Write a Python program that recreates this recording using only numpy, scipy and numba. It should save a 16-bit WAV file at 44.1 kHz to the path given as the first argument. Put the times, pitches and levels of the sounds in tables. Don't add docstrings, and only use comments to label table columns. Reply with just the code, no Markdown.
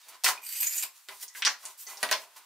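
import sys
import numpy as np
from scipy import signal
from scipy.fft import rfft, irfft
from scipy.io import wavfile
from scipy.ndimage import uniform_filter1d
from numba import njit

SR = 44100
rng = np.random.default_rng(int(sys.argv[2]) if len(sys.argv) > 2 else 0)


def magnitude_from_level(level_db):
    exponent = np.asarray(level_db, float) / 20
    return 10 ** exponent


def int16_out(signal):
    q = np.round(np.clip(np.atleast_2d(signal).T, -1, 1) * 32767)
    wavfile.write(sys.argv[1], SR, q.astype(np.int16))


N = 108045


def level(x):
    return x / np.sqrt(np.mean(x ** 2))


def read(table, hz):
    table_hz, value = np.array(table).T
    return np.interp(np.log(np.maximum(hz, 1)), np.log(table_hz), value)


def colour(x, table):
    n = x.shape[-1]
    return irfft(rfft(x) * magnitude_from_level(read(table, np.fft.rfftfreq(n, 1 / SR))), n)


@njit
def svf(x, hz, width):
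    y, b, l = np.empty(len(x)), 0., 0.
    for i in range(len(x)):
        g, k = np.tan(np.pi * hz[i] / SR), width / hz[i]
        v = (b + g * (x[i] - l)) / (1 + g * (g + k))
        b, l, y[i] = 2 * v - b, l + 2 * g * v, k * v
    return y


def band(x, hz, width):
    return svf(x, np.full(len(x), min(1. * hz, .4 * SR)), 1. * width)


def walk(rate_hz):
    hold = int(SR / rate_hz)
    steps = np.repeat(rng.standard_normal(N // hold + 1), hold)
    return level(uniform_filter1d(steps, hold)[:N])


def grit(grain_db, patchy_db, rate_hz):
    grain = grain_db * rng.exponential(size=N)
    return level(rng.standard_normal(N) * magnitude_from_level(grain + patchy_db * walk(rate_hz)))


def swell(t, peak_s, rise_s, fall_s):
    return np.exp(-.5 * ((t - peak_s) / np.where(t < peak_s, rise_s, fall_s)) ** 2)


def ring(modes, chance, t):
    scatter_db, detune = 5, .015
    hz, db, t60 = np.array(modes).T[:, :, None]
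    strength, tuning = chance[:, :len(modes), None]
    tone = np.sin(2 * np.pi * hz * (1 + detune * tuning) * t)
    return (magnitude_from_level(db + scatter_db * strength) * tone * np.exp(-np.log(1000) * t / t60)).sum(0)


# pitch_hz, density_db (per Hz)
HUSH_TONE = [(88, -63), (150, -60), (391, -27.5), (979, 7), (1260, 4), (2450, 3), (14200, -2.5),
             (16000, -4.5)]
# pitch_hz, level_db
ROOM_SIDE = [(300, -21), (500, -17), (1000, -14), (2000, -8), (4000, -5), (8000, -2), (13000, -3.5)]


def hush():
    level_db, flicker_db = -62, 1.5
    mid, side = colour(rng.standard_normal((2, N)), HUSH_TONE)
    side = colour(side, ROOM_SIDE)
    return magnitude_from_level(level_db + flicker_db * walk(9.73)) * np.array([mid + side, mid - side]) / np.std(mid)


# start_s, pitch_hz, level_db, t60_s
TOUCH_MODES = [(.03, 3710, -58, 0.15), (0.378, 2487, -41, 0.081), (.376, 3170, -55, 0.046),
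               (.43, 2420, -46, 0.07), (1.231, 6500, -46, 0.08), (1.231, 1980, -50.5, 0.11),
               (1.3, 1974, -60.5, 0.76), (1.28, 5400, -54, 0.14), (1.28, 6500, -48, 0.13),
               (1.352, 1600, -46, 0.1), (1.356, 2006, -46, 0.17), (1.4216, 5740, -31.5, 0.022),
               (1.4502, 1932, -44, 0.32), (1.87, 6220, -42.5, 0.18), (1.871, 4500, -44.5, 0.072),
               (2.031, 9520, -25.5, 0.021), (2.03, 534, -45, 0.16), (2.03, 828, -42.5, 0.088),
               (2.03, 632, -36, 0.11), (2.03, 705, -42.5, 0.5), (2.03, 947, -50, 0.14),
               (2.113, 648, -34.5, 0.13), (1.086, 372, -56, .05), (2.1125, 9430, -28, 0.019)]


def pings():
    pair_ratio, pair_db = 1.006, -10
    out, t = np.zeros(N + SR), np.arange(SR // 2) / SR
    for start_s, hz, db, t60 in TOUCH_MODES:
        pair = [(hz, db, t60), (hz * pair_ratio, db + pair_db, t60)]
        i = int(start_s * SR)
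        out[i:i + len(t)] += ring(pair, np.zeros((2, 2)), t)
    return out[:N]


# pitch_hz, t60_s
ROOM_T60 = [(400, 0.41), (1000, 0.19), (5000, 0.22), (15000, 0.19)]
# pitch_hz, level_db
ROOM_TONE = [(300, -3), (650, -2), (950, 6), (2000, -2), (5000, -1), (9000, 0), (15000, 7)]


def shop():
    build_s, gap_s, grain_db, dense_s = .002, .0005, 4, .03
    t = np.arange(SR // 2) / SR
    late = np.maximum(t - gap_s, 0)
    sparse_db = grain_db * rng.exponential(size=len(t)) * np.exp(-t / dense_s)
    echoes = rng.standard_normal((2, len(t))) * magnitude_from_level(sparse_db)

    def decay(noise):
        wash = 0
        for hz in 300 * 2 ** np.arange(0, 6, .5):
            fade = np.exp(-np.log(1000) * late / read(ROOM_T60, hz))
            wash = wash + magnitude_from_level(read(ROOM_TONE, hz)) * band(noise, hz, hz * .5) * fade
        return wash * (1 - np.exp(-late / build_s))

    mid, side = decay(echoes[0]), colour(decay(echoes[1]), ROOM_SIDE)
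    return np.array([mid + side, mid - side]) / np.sqrt(np.sum(mid ** 2))


# pitch_hz, level_db, t60_s
TUBE_MODES = [(226, -5.5, 0.023), (415, -12.5, 0.062), (581.6, -22, 0.15), (635, -9.5, 0.064),
              (800, -8.5, 0.02), (908, -4.5, 0.026), (1005, 0.5, 0.041), (1247, -6.5, 0.01),
              (1446, -18.5, 0.023), (1760, -15, 0.01), (1980, -4.5, 0.058), (2360, -7.5, 0.054)]


def tube_body(x):
    return level(sum(magnitude_from_level(db) * level(band(x, hz, 1.7 / t60 * 2)) for hz, db, t60 in TUBE_MODES))


# peak_s, rise_s, fall_s, level_db, centre_hz
RUB_STROKES = [(.04, 0.046, 0.035, -58, 3970), (0.088, 0.0026, 0.0082, -45, 9300),
               (0.148, 0.047, 0.0077, -52.5, 2470), (0.246, 0.0038, 0.012, -22.5, 7200),
               (0.279, 0.011, 0.021, -25.5, 4600), (.96, 0.013, 0.038, -56, 8000),
               (1.13, 0.025, 0.068, -50, 7650), (1.229, 0.012, 0.008, -37, 9300),
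               (1.376, 0.019, 0.023, -42, 8060), (1.5, 0.02, 0.029, -50, 11000),
               (1.636, 0.025, 0.015, -50, 6400), (1.684, 0.021, 0.035, -51, 7240),
               (1.796, 0.012, 0.039, -44, 12200), (1.889, 0.011, 0.029, -44.5, 7300),
               (1.95, .03, 0.031, -53, 6900), (2.01, 0.0068, 0.044, -50, 6240),
               (1.04, 0.018, 0.041, -62, 7840), (2.085, 0.041, 0.023, -57, 10700),
               (2.23, 0.18, 0.014, -52, 5760), (2.372, 0.011, 0.012, -48.5, 6800)]
# peak_s, rise_s, fall_s, level_db
TUBE_DRAGS = [(.1, 0.025, 0.037, -55.5), (.16, 0.013, 0.008, -57), (0.243, 0.0029, 0.012, -31),
              (0.271, 0.0045, 0.044, -34.5), (0.397, 0.054, 0.0028, -54), (0.842, 0.0067, 0.012, -48),
              (1.102, 0.0089, 0.027, -56.5), (1.138, 0.027, 0.0072, -51), (1.379, 0.0078, 0.081, -54.5),
              (1.66, 0.021, 0.03, -50), (1.9, 0.013, 0.03, -46), (1.958, 0.015, 0.2, -53),
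              (2.237, 0.024, 0.0044, -56.5), (2.37, 0.0077, 0.023, -52.5)]


def rubs(t):
    paper = grit(2.2, 1.2, 250)
    rustle = 0
    for peak_s, rise_s, fall_s, db, hz in RUB_STROKES:
        rustle = rustle + magnitude_from_level(db) * swell(t, peak_s, rise_s, fall_s) * level(band(paper, hz, hz / .46))
    pressure = sum(magnitude_from_level(db) * swell(t, peak_s, rise_s, fall_s) for peak_s, rise_s, fall_s, db in TUBE_DRAGS)
    return rustle + tube_body(grit(0.62, 1.83, 59.6)) * pressure


# start_s, click_db, centre_hz, width_hz, tube_db
CONTACTS = [(0.2376, -18, 7400, 12000, -46), (0.2447, -10.5, 6170, 6400, -45),
            (.262, -15, 2250, 3600, -40.5), (0.641, -23.5, 7940, 9100, -65.5),
            (.83, -25, 4350, 8500, -53.5), (1.0866, -26, 3840, 13400, -48.5),
            (1.231, -35.5, 6930, 8900, -64.5), (1.281, -33.5, 6600, 4000, -79),
            (1.35, -37.5, 2140, 1480, -64), (1.4222, -16, 2870, 2310, -56), (1.4332, -27, 3900, 3000, -67),
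            (1.4505, -9.5, 4800, 5460, -46), (1.464, -11, 5000, 3840, -43),
            (1.468, -15.5, 1930, 1760, -43.5), (1.654, -23, 6500, 8700, -74),
            (1.868, -34.5, 6300, 3000, -58.5), (1.972, -33, 6300, 3950, -62), (2.027, -35, 2470, 2500, -77),
            (2.0296, -12, 3260, 11400, -35), (2.0898, -26, 2700, 4100, -54),
            (2.1129, -11.5, 5300, 15300, -35.5), (2.122, -16.5, 5160, 3420, -59),
            (2.126, -14.5, 3210, 4700, -48)]
# start_s, level_db, centre_hz, width_hz
BOUNCES = [(0.2506, -18.5, 5800, 4000), (0.265, -19, 2530, 3530), (.277, -26.5, 2500, 3000),
           (0.281, -16, 5740, 3000), (.2885, -14.5, 2970, 9500), (.376, -40, 2650, 1200),
           (1.358, -45, 1950, 920), (1.4185, -43, 1820, 2000), (1.459, -20, 5800, 1990),
           (1.4708, -17, 5480, 1800), (1.454, -15, 4400, 4030), (1.475, -15, 2380, 2420),
           (1.4782, -19, 6140, 1970), (1.49, -22, 5760, 2050), (2.032, -28, 1480, 2500),
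           (2.1147, -14.5, 2280, 2210), (2.127, -13, 4700, 3970)]
# pitch_hz, level_db, t60_s
BENCH_THUMP = [(106, 6, 0.044)]
ROOM_SEND_DB = 6


def knocks():
    click_s, crack_s, crack_db, tick_wet_db = .00012, .0014, -4.5, -1.5
    out, t = np.zeros((2, N + SR)), np.arange(SR // 8) / SR
    chance = rng.standard_normal((40, 2, 14))
    noise = rng.standard_normal((40, len(t)))

    def burst(x, hz, width):
        y = band(band(x, hz, width), hz, width)
        return y / np.abs(y).max()

    for (start_s, db, hz, width, tube_db), c, n in zip(CONTACTS, chance, noise):
        click = burst((2 + n) * np.exp(-t / click_s), hz, width)
        crack = burst(n * np.exp(-t / crack_s), hz, width)
        i = int(start_s * SR)
        out[0, i:i + len(t)] += magnitude_from_level(db) * click + magnitude_from_level(tube_db) * ring(TUBE_MODES + BENCH_THUMP, c, t)
        out[1, i:i + len(t)] += magnitude_from_level(db + crack_db) * crack
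    for (start_s, db, hz, width), n in zip(BOUNCES, noise[len(CONTACTS):]):
        tick = burst((1 + n) * np.exp(-t / crack_s * 2), hz, width)
        i = int(start_s * SR)
        out[:, i:i + len(t)] += magnitude_from_level([[db + tick_wet_db - ROOM_SEND_DB], [db]]) * tick
    return out[:, :N]


# time_s, level_db, chatter_hz, tube_load_db
SCRAPE_STROKE = [
    (0.416, -49, 5860, -6),
    (0.438, -40.5, 6070, -32),
    (0.522, -34, 5940, -50.5),
    (0.6, -31, 6400, -28.5),
    (0.637, -27.5, 6640, -34),
    (.69, -34, 7170, -50),
    (.76, -33, 7060, -29.5),
    (0.833, -29.5, 7400, -38),
    (0.864, -63, 7550, -7),
]
# pitch_hz, width_hz, level_db, climb (exponent following the chatter)
BLADE_BANDS = [(4890, 260, -5.5, .42), (12800, 600, -1, .2), (2047, 200, -14.5, 0), (2440, 330, -8.5, 0),
               (3000, 250, -16, 0), (8050, 330, -5, .12), (8900, 900, -8, .1), (13000, 2400, -3, .2)]
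# pitch_hz, density_db (per Hz)
BLADE_HISS = [(410, -54), (700, -67), (2430, -11), (5610, -8.5), (6920, -5.5), (13100, -6), (16000, -26)]


def scrape(t):
    chatter_db, hiss_db, flicker_db = 5.5, 4.5, 4.2
    time_s, level_db, chatter_hz, load_db = np.array(SCRAPE_STROKE).T
    edge = grit(2.07, 3, 200)
    pitch_hz = np.interp(t, time_s, chatter_hz)
    bands = 0
    for hz, width, db, climb in BLADE_BANDS:
        flicker = magnitude_from_level(db + flicker_db * walk(40.24))
        centre_hz = hz * (pitch_hz / 6600) ** climb * (1 + .015 * walk(24.7))
        bands = bands + flicker * level(svf(edge, centre_hz, 1. * width))
    grip = np.clip((t - .62) / 0.048, .15, 1)
    chatter = grip * magnitude_from_level(chatter_db + flicker_db * walk(60.25)) * level(svf(edge, pitch_hz, 450.))
    steel = level(bands + chatter + magnitude_from_level(hiss_db) * level(colour(edge, BLADE_HISS)))
    wood = magnitude_from_level(np.interp(t, time_s, load_db) + 2.9 * walk(28.4)) * tube_body(edge)
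    return magnitude_from_level(np.interp(t, time_s, level_db, left=-120, right=-120)) * (steel + wood)


# pitch_hz, level_db
RIGHT_LEAN = [(400, -27), (1500, -37), (3500, -18), (15000, -15)]


def scene():
    ping_wet_db, friction_wet_db, place_turns_per_s = -4, -3.5, 1.3
    t = np.arange(N) / SR
    hits, cracks = knocks()
    steel = pings()
    friction = magnitude_from_level(-2.5) * (rubs(t) + scrape(t))
    near = hits + cracks + steel + friction
    sent = magnitude_from_level(ROOM_SEND_DB) * hits + magnitude_from_level(ping_wet_db) * steel + magnitude_from_level(friction_wet_db) * friction
    place = 2 * np.pi * place_turns_per_s * t
    wash = 0
    for share in (np.cos(place), np.sin(place)):
        wash = wash + signal.fftconvolve((share * sent)[None], shop(), axes=1)[:, :N]
    return near + colour(near, RIGHT_LEAN) * np.array([[-1], [1]]) + wash + hush()


def low_pass(x):
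    return signal.sosfilt(signal.butter(12, 16810, fs=SR, output="sos"), x)


def record(dry):
    low_hz, top_hz = 406, 15600
    x = signal.sosfilt(signal.butter(3, low_hz, "high", fs=SR, output="sos"), dry)
    x = signal.sosfilt(signal.ellip(8, .2, 45, top_hz, fs=SR, output="sos"), x)
    return low_pass(x)


dry = scene()
out = record(dry)
int16_out(out)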